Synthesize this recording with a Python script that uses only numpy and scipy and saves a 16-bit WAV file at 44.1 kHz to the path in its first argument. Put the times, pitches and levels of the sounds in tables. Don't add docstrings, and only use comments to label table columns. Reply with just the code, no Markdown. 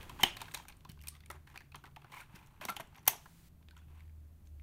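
import sys
import numpy as np
from scipy import signal
from scipy.fft import rfft, irfft, next_fast_len
from scipy.io import wavfile
from scipy.ndimage import uniform_filter1d, map_coordinates

SR = 44100
rng = np.random.default_rng(int(sys.argv[2]) if len(sys.argv) > 2 else 0)


def digitize_waveform(pressure):
    field = np.atleast_2d(pressure).T
    bounded = np.clip(field, -1, 1)
    quanta = np.round(bounded * 32767).astype(np.int16)
    wavfile.write(sys.argv[1], SR, quanta)


def how_loud(loudness_db):
    steps = np.asarray(loudness_db, float) / 20
    return 10 ** steps


N = 204022


def unit(x):
    return x / np.sqrt(np.mean(x ** 2) + 1e-20)


def along(points, hz):
    f, v = np.transpose(points)
    return np.interp(np.log(hz + 1), np.log(f + 1), v)


def curves(rows):
    s, *cols = np.transpose(rows)
    return [np.interp(np.arange(N) / SR, s, c) for c in cols]


def wobble(rate_hz):
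    knots = rng.standard_normal(int(N * rate_hz / SR) + 4)
    return map_coordinates(knots, [np.arange(N) * rate_hz / SR])


def filtered(x, response):
    m = next_fast_len(N + SR // 2)
    return irfft(rfft(x, m) * response(np.fft.rfftfreq(m, 1 / SR)), m)[:N]


def rung(force, modes):
    def response(f):
        total = 0
        for k, (centre_hz, width_hz, db) in enumerate(modes):
            damping = 1j * f * width_hz
            total = total + (-1) ** k * how_loud(db) * damping / (centre_hz ** 2 - f * f + damping)
        return total

    power = np.mean(np.abs(response(np.linspace(0, SR / 2, 4096))) ** 2)
    return filtered(force, response) / np.sqrt(power)


def body(force):
    # centre in Hz, width in Hz, level in dB.
    box_modes = [(221, 630, -18.5), (348, 140, -4.5), (611, 19, -5), (701.5, 33, -3), (840, 97, 2.5),
                 (1024, 140, 3.5), (1360, 270, -4.5)]
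    panel_modes = [(1600, 230, -3.5), (2110, 340, -1), (2560, 450, 0), (3345, 450, -4), (3590, 130, 0),
                   (4400, 1100, -7)]
    edge_modes = [(5497, 680, -3), (6800, 970, -3), (7440, 800, -2), (9330, 1500, -2.5), (10010, 780, -1),
                  (10960, 1400, -4.5), (12495, 1600, -4), (14830, 710, -5)]
    box, panels, edges = (rung(f[:N], modes) for f, modes in zip(force, (box_modes, panel_modes, edge_modes)))
    return filtered(box + panels, lambda hz: 1 / (1 + 1.3j * hz / 5600 - (hz / 5600) ** 2)) + edges


def air():
    # frequency in Hz, density in dB per Hz.
    hiss_db = [(40, -17.5), (100, -16), (140, -18.5), (240, -29), (330, -32.5), (470, -52), (1100, -55),
               (4300, -55), (8000, -54.5), (12500, -50), (15600, -51), (16000, -79.5)]
    lift_db = [(400, -5), (2000, -0.5), (6000, -2), (12000, -3), (15700, -4), (16100, -23.5)]
    # start in seconds, end in seconds.
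    lift_s = [
        (0.0, 0.2),
        (0.232, 0.642),
        (3.078, 3.488),
    ]
    t = np.arange(N) / SR
    hiss = filtered(rng.standard_normal(N), lambda hz: how_loud(along(hiss_db, hz)))
    above_rumble = filtered(hiss, lambda hz: hz > 400)
    extra = unit(filtered(rng.standard_normal(N), lambda hz: how_loud(along(lift_db, hz)) * (hz > 300)))
    is_open = sum((t > start) & (t < end) for start, end in lift_s)
    return how_loud(-79.5 + 0.34 * wobble(4)) * hiss / np.std(above_rumble) + how_loud(-69.5) * extra * is_open


def note(hz, db, wander_hz, rough_db):
    level = how_loud(db + rough_db * wobble(3.9))
    cycles = np.cumsum(hz + wander_hz * wobble(21.0)) / SR
    return level * np.sqrt(2) * np.sin(2 * np.pi * cycles)


def engine():
    # time in seconds, pitch in Hz, level in dB.
    swells = [
        [(0.86, 73.1, -69), (0.99, 73.44, -54), (1.192, 75.17, -58.5), (1.376, 78.36, -53.5), (1.47, 76.1, -65),
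         (1.65, 73.9, -67), (1.75, 78.83, -60), (1.95, 79, -71)],
        [(3.5, 80, -64.5), (3.65, 75.7, -60.5), (4.078, 79.36, -51), (4.228, 74.86, -50.5),
         (4.382, 80.2, -62.5), (4.53, 73.44, -51), (4.626, 69.4, -51)],
    ]
    upper_note = [(0.0, 160, -79.5), (0.26, 149.6, -70), (0.5, 157.7, -65), (0.73, 159.9, -78),
                  (0.85, 153.9, -61.5), (1.0, 145.9, -66.5), (1.13, 150.3, -63.5), (1.3, 140.8, -73),
                  (1.6, 139.8, -71), (1.78, 140.7, -63), (2.1, 143, -68), (2.5, 140, -71.5),
                  (2.85, 139.7, -68.5), (3.15, 155, -75.5), (3.35, 170.4, -66), (3.62, 165.2, -70.5),
                  (3.85, 151.1, -70.5), (4.63, 160, -86)]
    rows = []
    for swell in swells:
        (first_s, first_hz, _), (last_s, last_hz, _) = swell[0], swell[-1]
        rows += [(first_s - .08, first_hz, -100), *swell, (last_s + 0.058, last_hz, -100)]
    hold_s, fade_s = 0.046, 0.87
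    rumble_db = -68.5 + 16.5 * np.clip(1 - (np.arange(N) / SR - hold_s) / fade_s, 0, 1)
    rumble = unit(rung(rng.standard_normal(N), [(36, 59, 6.0), (65.0, 5.3, -7.5)]))
    drone = note(*curves(rows), wander_hz=0.56, rough_db=-0.6)
    upper = note(*curves(upper_note), wander_hz=4.2, rough_db=0.5)
    return drone + upper + how_loud(rumble_db) * rumble


def rubbing():
    # time in seconds, level in dB.
    grip = [(0.0, -56), (0.19, -59.5), (0.41, -57), (0.55, -82), (0.7, -71), (0.94, -81), (1.35, -73.5),
            (1.5, -86), (1.83, -100.5), (2.06, -63), (2.43, -75.5), (3.1, -66.5), (3.45, -78.5),
            (3.68, -86), (3.95, -79), (4.63, -105)]
    # start in seconds, length in seconds, panels in dB,
    # compartment in dB re panels, rubbed spot in Hz.
    scrapes = [(0.0, 0.057, -62.5, -5, 2910), (0.19, 0.12, -50, -4.5, 3260),
               (0.364, 0.18, -65.5, -2.5, 2150), (0.543, 0.098, -62, -1.5, 3210),
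               (0.681, 0.029, -63, -3, 2430), (0.888, 0.0296, -65.5, -14, 3000),
               (1.03, 0.059, -71.5, 0, 2400), (1.129, 0.052, -69.5, -7, 1180),
               (1.327, 0.047, -72, 8.5, 1270), (1.464, 0.08, -67, -3.5, 1860),
               (1.538, 0.0395, -64.5, 6.5, 1510), (1.838, 0.056, -72.5, 12.5, 2120),
               (2.099, 0.02, -71, 2, 3230), (2.11, 0.14, -57, -4, 2266), (2.304, 0.2, -75, -0.5, 1470),
               (2.349, 0.027, -61.5, -15, 1530), (2.24, 0.45, -87.5, 10, 2570),
               (2.607, 0.045, -53, -0.5, 2410), (2.68, 0.0324, -47.5, 2, 1360),
               (2.797, 0.013, -44.5, -0.5, 1000), (2.941, 0.054, -75, 7.5, 2305),
               (3.764, 0.0356, -68, -9, 1392), (3.793, 0.063, -80, -2.5, 2600),
               (3.866, 0.178, -78, -0.5, 1097), (3.937, 0.141, -81, -6, 1780), (2.38, 0.26, -87, -13, 4000),
               (1.038, 0.059, -75, -12, 2210), (2.287, 0.15, -80, -6, 1560),
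               (0.508, 0.018, -60.5, -12, 4000), (0.684, 0.064, -73, -4, 2380),
               (2.807, 0.012, -58, -4, 1000)]
    t = np.arange(N) / SR
    press = how_loud(curves(grip)[0] + np.array([[-7.5], [-7], [-25]]))
    spots, flutter = np.zeros(N), wobble(260)
    for s, length_s, panel_db, box_db, hz in scrapes:
        u = np.clip((t - s) / length_s, 0, 1)
        stroke = np.clip(8.2 * u, 0, 1) * np.clip(3 * (1 - u), 0, 1)
        press += how_loud(panel_db + np.array([[box_db], [0], [-8]])) * stroke
        spots += how_loud(panel_db - 1.0) * stroke * flutter * np.sin(2 * np.pi * hz * t)
    own_clumps = np.array([wobble(50), wobble(50), wobble(90)])
    clumps = how_loud(wobble(70) + 3.1 * wobble(220) + 1.5 * own_clumps)
    spikes = how_loud(5 * rng.standard_normal(N))
    grit = unit(clumps * spikes * rng.standard_normal((3, N)))
    power = uniform_filter1d(uniform_filter1d(grit ** 2, size=1300), size=1300)
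    grit /= np.sqrt(np.abs(power) + .02)
    grit[1] = unit(filtered(grit[1], lambda hz: 1 / (1 + 1j * hz / 2800) ** 2))
    return body(press * grit * how_loud([[0], [-6], [0]])) + spots * unit(clumps[1])


def evened(bursts, depth):
    z = rfft(bursts)
    power = np.abs(z) ** 2
    flat = z * (power / power.mean(-1, keepdims=True) + 0.6) ** (-depth / 2)
    return irfft(flat, bursts.shape[-1])


def contact_rows():
    # start in seconds, panel peak in dB,
    # edge crack in dB re panel, struck spot in Hz.
    ticks = [(0.0092, -38, -19, 2720), (0.0294, -42.5, -2.5, 1980), (0.456, -37, -21, 3200),
             (0.512, -39, -15, 3600), (0.683, -37, -3.5, 4060), (0.7243, -42, -25, 2390),
             (0.807, -48, -10.5, 3280), (0.8924, -45.5, 0, 2290), (0.917, -45, 0, 4500),
             (0.991, -44.5, -22, 2340), (1.014, -43, -4, 4390), (1.0225, -50, 4, 4450),
             (1.037, -42.5, -5, 2240), (1.0717, -33, -2, 2420), (1.0814, -37.5, -0.5, 4400),
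             (1.151, -43.5, -16, 2060), (1.167, -49, -14, 2100), (1.205, -42.5, -13, 4070),
             (1.236, -46, -32, 2060), (1.26, -42.5, -5.5, 2480), (1.5751, -29.5, -13.5, 2510),
             (2.21, -38.5, -7, 2290), (2.359, -44, -3, 5100), (2.471, -59.5, 5.5, 2840),
             (2.955, -38, -29, 2140), (3.6265, -50.5, -22.5, 2320), (3.6867, -47, -28, 3280),
             (3.709, -50, -5.5, 4400), (4.0057, -44.5, -17, 2110), (4.597, -54, -34, 2120),
             (0.022, -43, -15, 2880), (0.389, -49, -9.5, 3000), (0.442, -44, -13, 3000),
             (0.574, -32.5, -8.5, 4170), (0.6876, -40.5, -1.5, 8800), (1.286, -70, -17, 2500),
             (1.618, -47, -21, 1800), (1.874, -52, -11, 910), (1.912, -55.5, -14, 2380),
             (2.197, -48, -6, 3300), (2.261, -55, -16, 2300), (2.281, -59.5, -17, 1370),
             (4.078, -57.5, -20, 2000), (4.456, -61, -19, 3200), (4.469, -56, -20.5, 4200)]
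    # start in seconds, panel peak in dB,
    # compartment in dB re panel, edge crack in dB re panel, struck spot in Hz.
    blows = [(0.0944, -36, 3.5, -8, 3100), (0.2082, -36.5, -13, -5.5, 3140), (0.2322, -11.5, -10, -8, 3590),
             (0.3674, -32, -4.5, -8.5, 3660), (0.415, -29.5, 0.5, -6.5, 3740),
             (0.538, -35.5, 2.5, -5, 1870), (0.545, -23.5, -8, -5.5, 3810), (1.3007, -33.5, 2, -8.5, 1970),
             (1.311, -42.5, 5, 1.5, 1780), (1.744, -38.5, 6.5, -21, 1980), (1.7555, -38, -2, -5, 3100),
             (2.612, -36, -3, -9.5, 1630), (2.639, -33, -6, -24, 2310), (2.6511, -29.5, 0, -1, 3780),
             (2.6856, -29.5, 0, -21, 2110), (2.6932, -26, -3, -10.5, 2110), (2.7007, -36, 3, -3, 2430),
             (2.7611, -52, -3, 3, 2800), (2.7657, -30, -4, -6, 2860), (2.7975, -43, 2, -8, 1680),
             (3.0545, -50, 0, -3, 2100), (3.065, -35.5, 0, -11, 1960), (3.0745, -23, 1.5, -6, 2970),
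             (3.077, -19, -10, 8.5, 4400)]
    # start in seconds, panel peak in dB,
    # compartment in dB re panel, struck spot in Hz.
    knocks = [(0.19, -41.5, 4, 2930), (0.1954, -44.5, 19.5, 1770), (0.406, -34, -5, 3100),
              (0.482, -40.5, -4, 1600), (0.5716, -42, -6, 1550), (0.5963, -43.5, 9, 1520),
              (0.651, -46, 3.5, 1530), (0.849, -41.5, 1.5, 4000), (0.973, -58, 12, 1574),
              (1.473, -43.5, -1.5, 1960), (1.5429, -52, 5, 2140), (1.5584, -35.5, -4, 1680),
              (1.6058, -42, 0.5, 1720), (1.719, -44, -3, 2560), (1.839, -41.5, 8.5, 1515),
              (1.8547, -41.5, -10, 2020), (1.863, -45, -3, 2020), (1.961, -39.5, -4, 2670),
              (1.965, -42.5, 5, 1910), (2.0178, -49.5, 3, 2700), (2.0435, -46.5, 12, 1557),
              (2.119, -39, 0, 2100), (2.6, -64, 15, 1510), (2.7213, -38, 6, 2220), (2.8141, -47, -5, 2520),
              (2.924, -62, 18, 1560), (2.9456, -45.5, 0, 2110), (2.9809, -44.5, 3.5, 2060),
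              (3.257, -44, 9, 1600), (3.7663, -51, -7.5, 3215)]
    # start in seconds, peak in dB, struck spot in Hz.
    flicks = [(0.2321, -8.5, 13600), (0.896, -32, 14300), (1.083, -16, 9000), (1.152, -44, 14500),
              (2.461, -44.5, 6840), (4.461, -53, 7100), (3.776, -47, 6500), (0.5183, -34, 8100),
              (0.6726, -51, 3000), (0.7094, -64, 9400), (0.768, -43, 8880), (1.005, -46, 2880),
              (1.362, -45, 1497), (2.0747, -60, 1990), (2.3894, -44, 2390), (2.873, -47, 7940),
              (2.93, -51, 12500), (2.961, -39, 11900), (2.977, -46, 6025), (2.992, -45, 5900),
              (3.029, -46.5, 10950), (4.0946, -51.5, 2140), (4.4718, -46, 6420), (4.4707, -61, 2680)]
    # start in seconds, peak in dB,
    # pitch in Hz, t60 in ms.
    rings = [(0.2325, -24.5, 766, 25), (0.235, -39, 360, 130), (0.2328, -22.5, 1008, 20),
             (0.234, -20, 2090, 9.6), (0.2335, -31, 5120, 19), (0.2334, -26.5, 6760, 6.9),
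             (0.2335, -14.5, 3030, 17.5), (0.4158, -35, 937, 12), (0.481, -54, 1600, 42),
             (0.544, -38, 7000, 7), (0.5458, -41, 11400, 7), (0.569, -46, 917, 32),
             (0.852, -48.5, 1015, 31), (1.119, -63, 1170, 98), (1.0865, -35.5, 9320, 6.8),
             (1.301, -43, 1313, 24), (1.301, -49.5, 589, 59), (1.345, -60.5, 376, 117),
             (1.968, -44, 870, 25), (2.121, -51.5, 846, 38), (2.133, -55, 2270, 25), (2.138, -44, 1054, 38),
             (2.168, -45.5, 960, 46), (2.172, -47, 2170, 22), (2.193, -49.5, 930, 34),
             (2.215, -48.5, 1437, 33), (2.614, -46, 607, 81), (2.651, -37.5, 760, 6.8),
             (2.691, -35, 1360, 113), (2.766, -42, 820, 23), (2.799, -42, 955, 23), (3.0772, -23, 842, 19),
             (3.0785, -23.5, 1074, 17), (3.0771, -29, 1700, 28), (3.078, -32, 2056, 37),
             (3.079, -35.5, 4400, 17), (3.078, -29.5, 6360, 18), (3.0789, -32.5, 6900, 15),
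             (3.078, -30, 9700, 12), (3.0777, -11.5, 12170, 6.2), (3.079, -19.5, 15160, 13),
             (3.611, -68, 1002, 31), (3.7088, -58, 4400, 12), (3.709, -59, 1535, 34.6),
             (3.731, -66, 948, 31), (3.751, -65, 2220, 17), (3.766, -58.5, 3290, 15.6),
             (3.766, -63, 1008, 20), (3.796, -67, 3400, 51), (3.815, -68, 1480, 63)]
    struck = [(s, db, box_db, 0, edge_db, 3.7, hz) for s, db, box_db, edge_db, hz in blows]
    struck += [(s, db, box_db, 0, -14, 2.5, hz) for s, db, box_db, hz in knocks]
    struck += [(s, db, -20.5, 0, edge_db, 1.4, hz) for s, db, edge_db, hz in ticks]
    struck += [(s, db, -33, -16.5, -16.5, 2.4, hz) for s, db, hz in flicks]
    rows = []
    for row in struck:
        panel_db, hz = row[1], row[6]
        spot_db = panel_db - 12.0 + 10 * np.log10(2500 / hz)
        rows.append((*row, spot_db, min(20 / hz, .03)))
    return rows + [(s, -200, 0, 0, 0, 1.5, hz, db, ms / 1000) for s, db, hz, ms in rings]


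def contacts():
    rows = contact_rows()
    force, spots, t = np.zeros((3, N + SR)), np.zeros(N + SR), np.arange(SR // 12) / SR
    chance = rng.standard_normal((len(rows), 4, len(t)))
    for (s, db, box_db, panel_db, edge_db, ms, hz, spot_db, t60_s), draw in zip(rows, chance):
        start = round(s * SR)
        life_s = ms / 1000 * np.array([[1.1], [.95], [.6]])
        rise = 1 - np.exp(-t / (0.026 * ms * life_s))
        shape = rise * np.exp(-(t / life_s) ** 0.35)
        fade = np.exp(-(t / (2.9 * life_s)) ** 2)
        impacts = evened(shape * how_loud(6.5 * draw[3]) * draw[:3], depth=0.091) * fade
        wanted = np.linalg.norm(shape * fade, axis=1, keepdims=True)
        impacts *= wanted / np.linalg.norm(impacts, axis=1, keepdims=True)
        shares = how_loud(db + np.array([[box_db - 8.0], [panel_db - 8.5], [edge_db - 1.0]]))
        force[:, start:start + len(t)] += shares * impacts
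        ring = how_loud(-60 * t / max(t60_s, .002)) * (1 - np.exp(-t * hz)) * np.sin(2 * np.pi * hz * t)
        rang = signal.fftconvolve(impacts[1], ring)[:len(t)]
        spots[start:start + len(t)] += how_loud(spot_db) * rang / np.abs(rang).max()
    return body(force) + spots[:N]


def thumps():
    # start in seconds, peak in dB, pitch in Hz, length in ms.
    pushes = [(0.232, -29.5, 153, 4.7), (0.238, -37, 250, 7.5), (0.299, -60.5, 151, 10),
              (0.55, -56.5, 142, 28), (0.895, -40, 152, 4.2), (1.3, -44.5, 369, 4.9),
              (1.355, -57.5, 139, 19), (2.342, -41.5, 149.4, 5.2), (2.601, -44.5, 167, 2.2),
              (2.656, -44, 222, 4.6), (2.689, -46.5, 194, 15), (2.799, -50, 143, 13),
              (3.074, -42.5, 135, 8.7), (3.868, -47, 122.5, 10.2)]
    out, t = np.zeros(N + SR), np.arange(SR // 8) / SR
    for s, db, hz, ms in pushes:
        u = t / (ms / 1000)
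        out[round(s * SR):][:len(t)] += how_loud(db + 11.0) * u * np.exp(-1.8 * u) * np.sin(2 * np.pi * hz * t)
    return out[:N]


def pricks():
    # start in seconds, peak in dB, pitch in Hz, cycles until silent.
    corners = [(0.2332, -16.5, 8900, 5), (0.7235, -49.5, 4400, 25), (0.899, -43, 4420, 23),
               (1.0722, -31, 14900, 19), (1.0855, -33.5, 4610, 22), (1.0868, -32, 11500, 33),
               (1.096, -56, 6000, 36), (1.26, -44, 9020, 13), (2.612, -39.5, 3100, 24),
               (2.613, -43, 1650, 18), (2.6933, -31, 5000, 4), (2.686, -33, 2110, 45),
               (2.7025, -27, 11600, 28), (2.7662, -29.5, 3040, 14), (2.767, -41, 8500, 28),
               (2.799, -40.5, 657, 46), (2.803, -36, 11900, 29), (2.805, -44, 3100, 27),
               (3.0555, -52, 12200, 25), (3.0665, -52.5, 12300, 20), (3.628, -60, 2300, 16),
               (3.6862, -41.5, 3205, 7.2), (3.7093, -45.5, 4296, 7), (3.7672, -50, 7966, 9),
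               (4.006, -55, 2297, 16), (4.598, -54.5, 2315, 16), (2.12, -40, 10860, 8),
               (2.214, -46, 9100, 30), (2.356, -48.5, 5200, 40), (4.472, -60, 3900, 12),
               (0.3687, -48, 850, 20), (0.2345, -29, 1700, 26), (3.133, -39, 900, 14), (2.652, -39, 398, 6),
               (2.692, -38, 700, 15), (1.166, -56, 3500, 30), (3.0786, -19, 2760, 9),
               (3.0801, -21, 4330, 9.9), (3.0822, -16, 3150, 13), (0.2333, -13, 15000, 25),
               (0.237, -22, 2600, 10), (1.0722, -38, 9000, 14), (2.601, -52, 1000, 3),
               (0.552, -42, 9000, 15), (1.3015, -42, 10000, 21), (2.653, -41, 5600, 25),
               (0.85, -46, 5470, 9.6)]
    out, t = np.zeros(N + SR), np.arange(SR // 12) / SR
    for s, db, hz, cycles in corners:
        out[round(s * SR):][:len(t)] += how_loud(db - 60 * t * hz / cycles) * np.sin(2 * np.pi * hz * t)
    return out[:N]


def room(x):
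    # frequency in Hz, t60 in seconds.
    t60_s = [(300, 0.44), (1000, 0.26), (3000, 0.29), (7000, 0.28), (14000, 0.13)]
    # centre in Hz, width in Hz, level in dB.
    valley = (530, 100, -8.5)
    grid = dict(nperseg=256, noverlap=192)
    hz, _, z = signal.stft(x, SR, **grid)
    power = uniform_filter1d(np.abs(z) ** 2, size=3, axis=0)
    lag_s = np.arange(400) * 64 / SR
    decay = how_loud(-120 * lag_s / along(t60_s, hz)[:, None]) * (lag_s > .006)
    spread = signal.fftconvolve(power, decay / decay.mean(0).sum(), axes=1)[:, :z.shape[1]]
    patches = uniform_filter1d(rng.standard_normal(z.shape), size=2, axis=0)
    patches = unit(uniform_filter1d(patches, size=9, axis=1))
    spread *= how_loud(5 * patches - 1.5)
    fresh = signal.stft(rng.standard_normal(N), SR, **grid)[2]
    tail = signal.istft(fresh / np.abs(fresh).std() * np.sqrt(np.abs(spread)), SR, **grid)[1][:N]
    centre_hz, width_hz, db = valley
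    return filtered(tail, lambda f: how_loud(db * np.exp(-((f - centre_hz) / width_hz) ** 2)))


def scene():
    car = rubbing() + contacts() + thumps() + pricks()
    return (air() + engine() + car + how_loud(-19.5) * room(car))[None]


def roll_off(x):
    return signal.sosfilt(signal.butter(12, 16800, fs=SR, output="sos"), x)


def record(dry):
    # centre in Hz, width in Hz, level in dB.
    notches = [
        (487, 26, -3),
        (5240, 250, -2.5),
        (10700, 380, -1.5),
    ]

    def colour(f):
        db = sum(depth_db / (1 + ((f - hz) / width_hz) ** 2) for hz, width_hz, depth_db in notches)
        return how_loud(db - 18 * np.clip((f - 15800) / 250, 0, 1))

    mix = filtered(dry[0], colour)[None]
    return roll_off(mix)


dry = scene()
out = record(dry)
digitize_waveform(out)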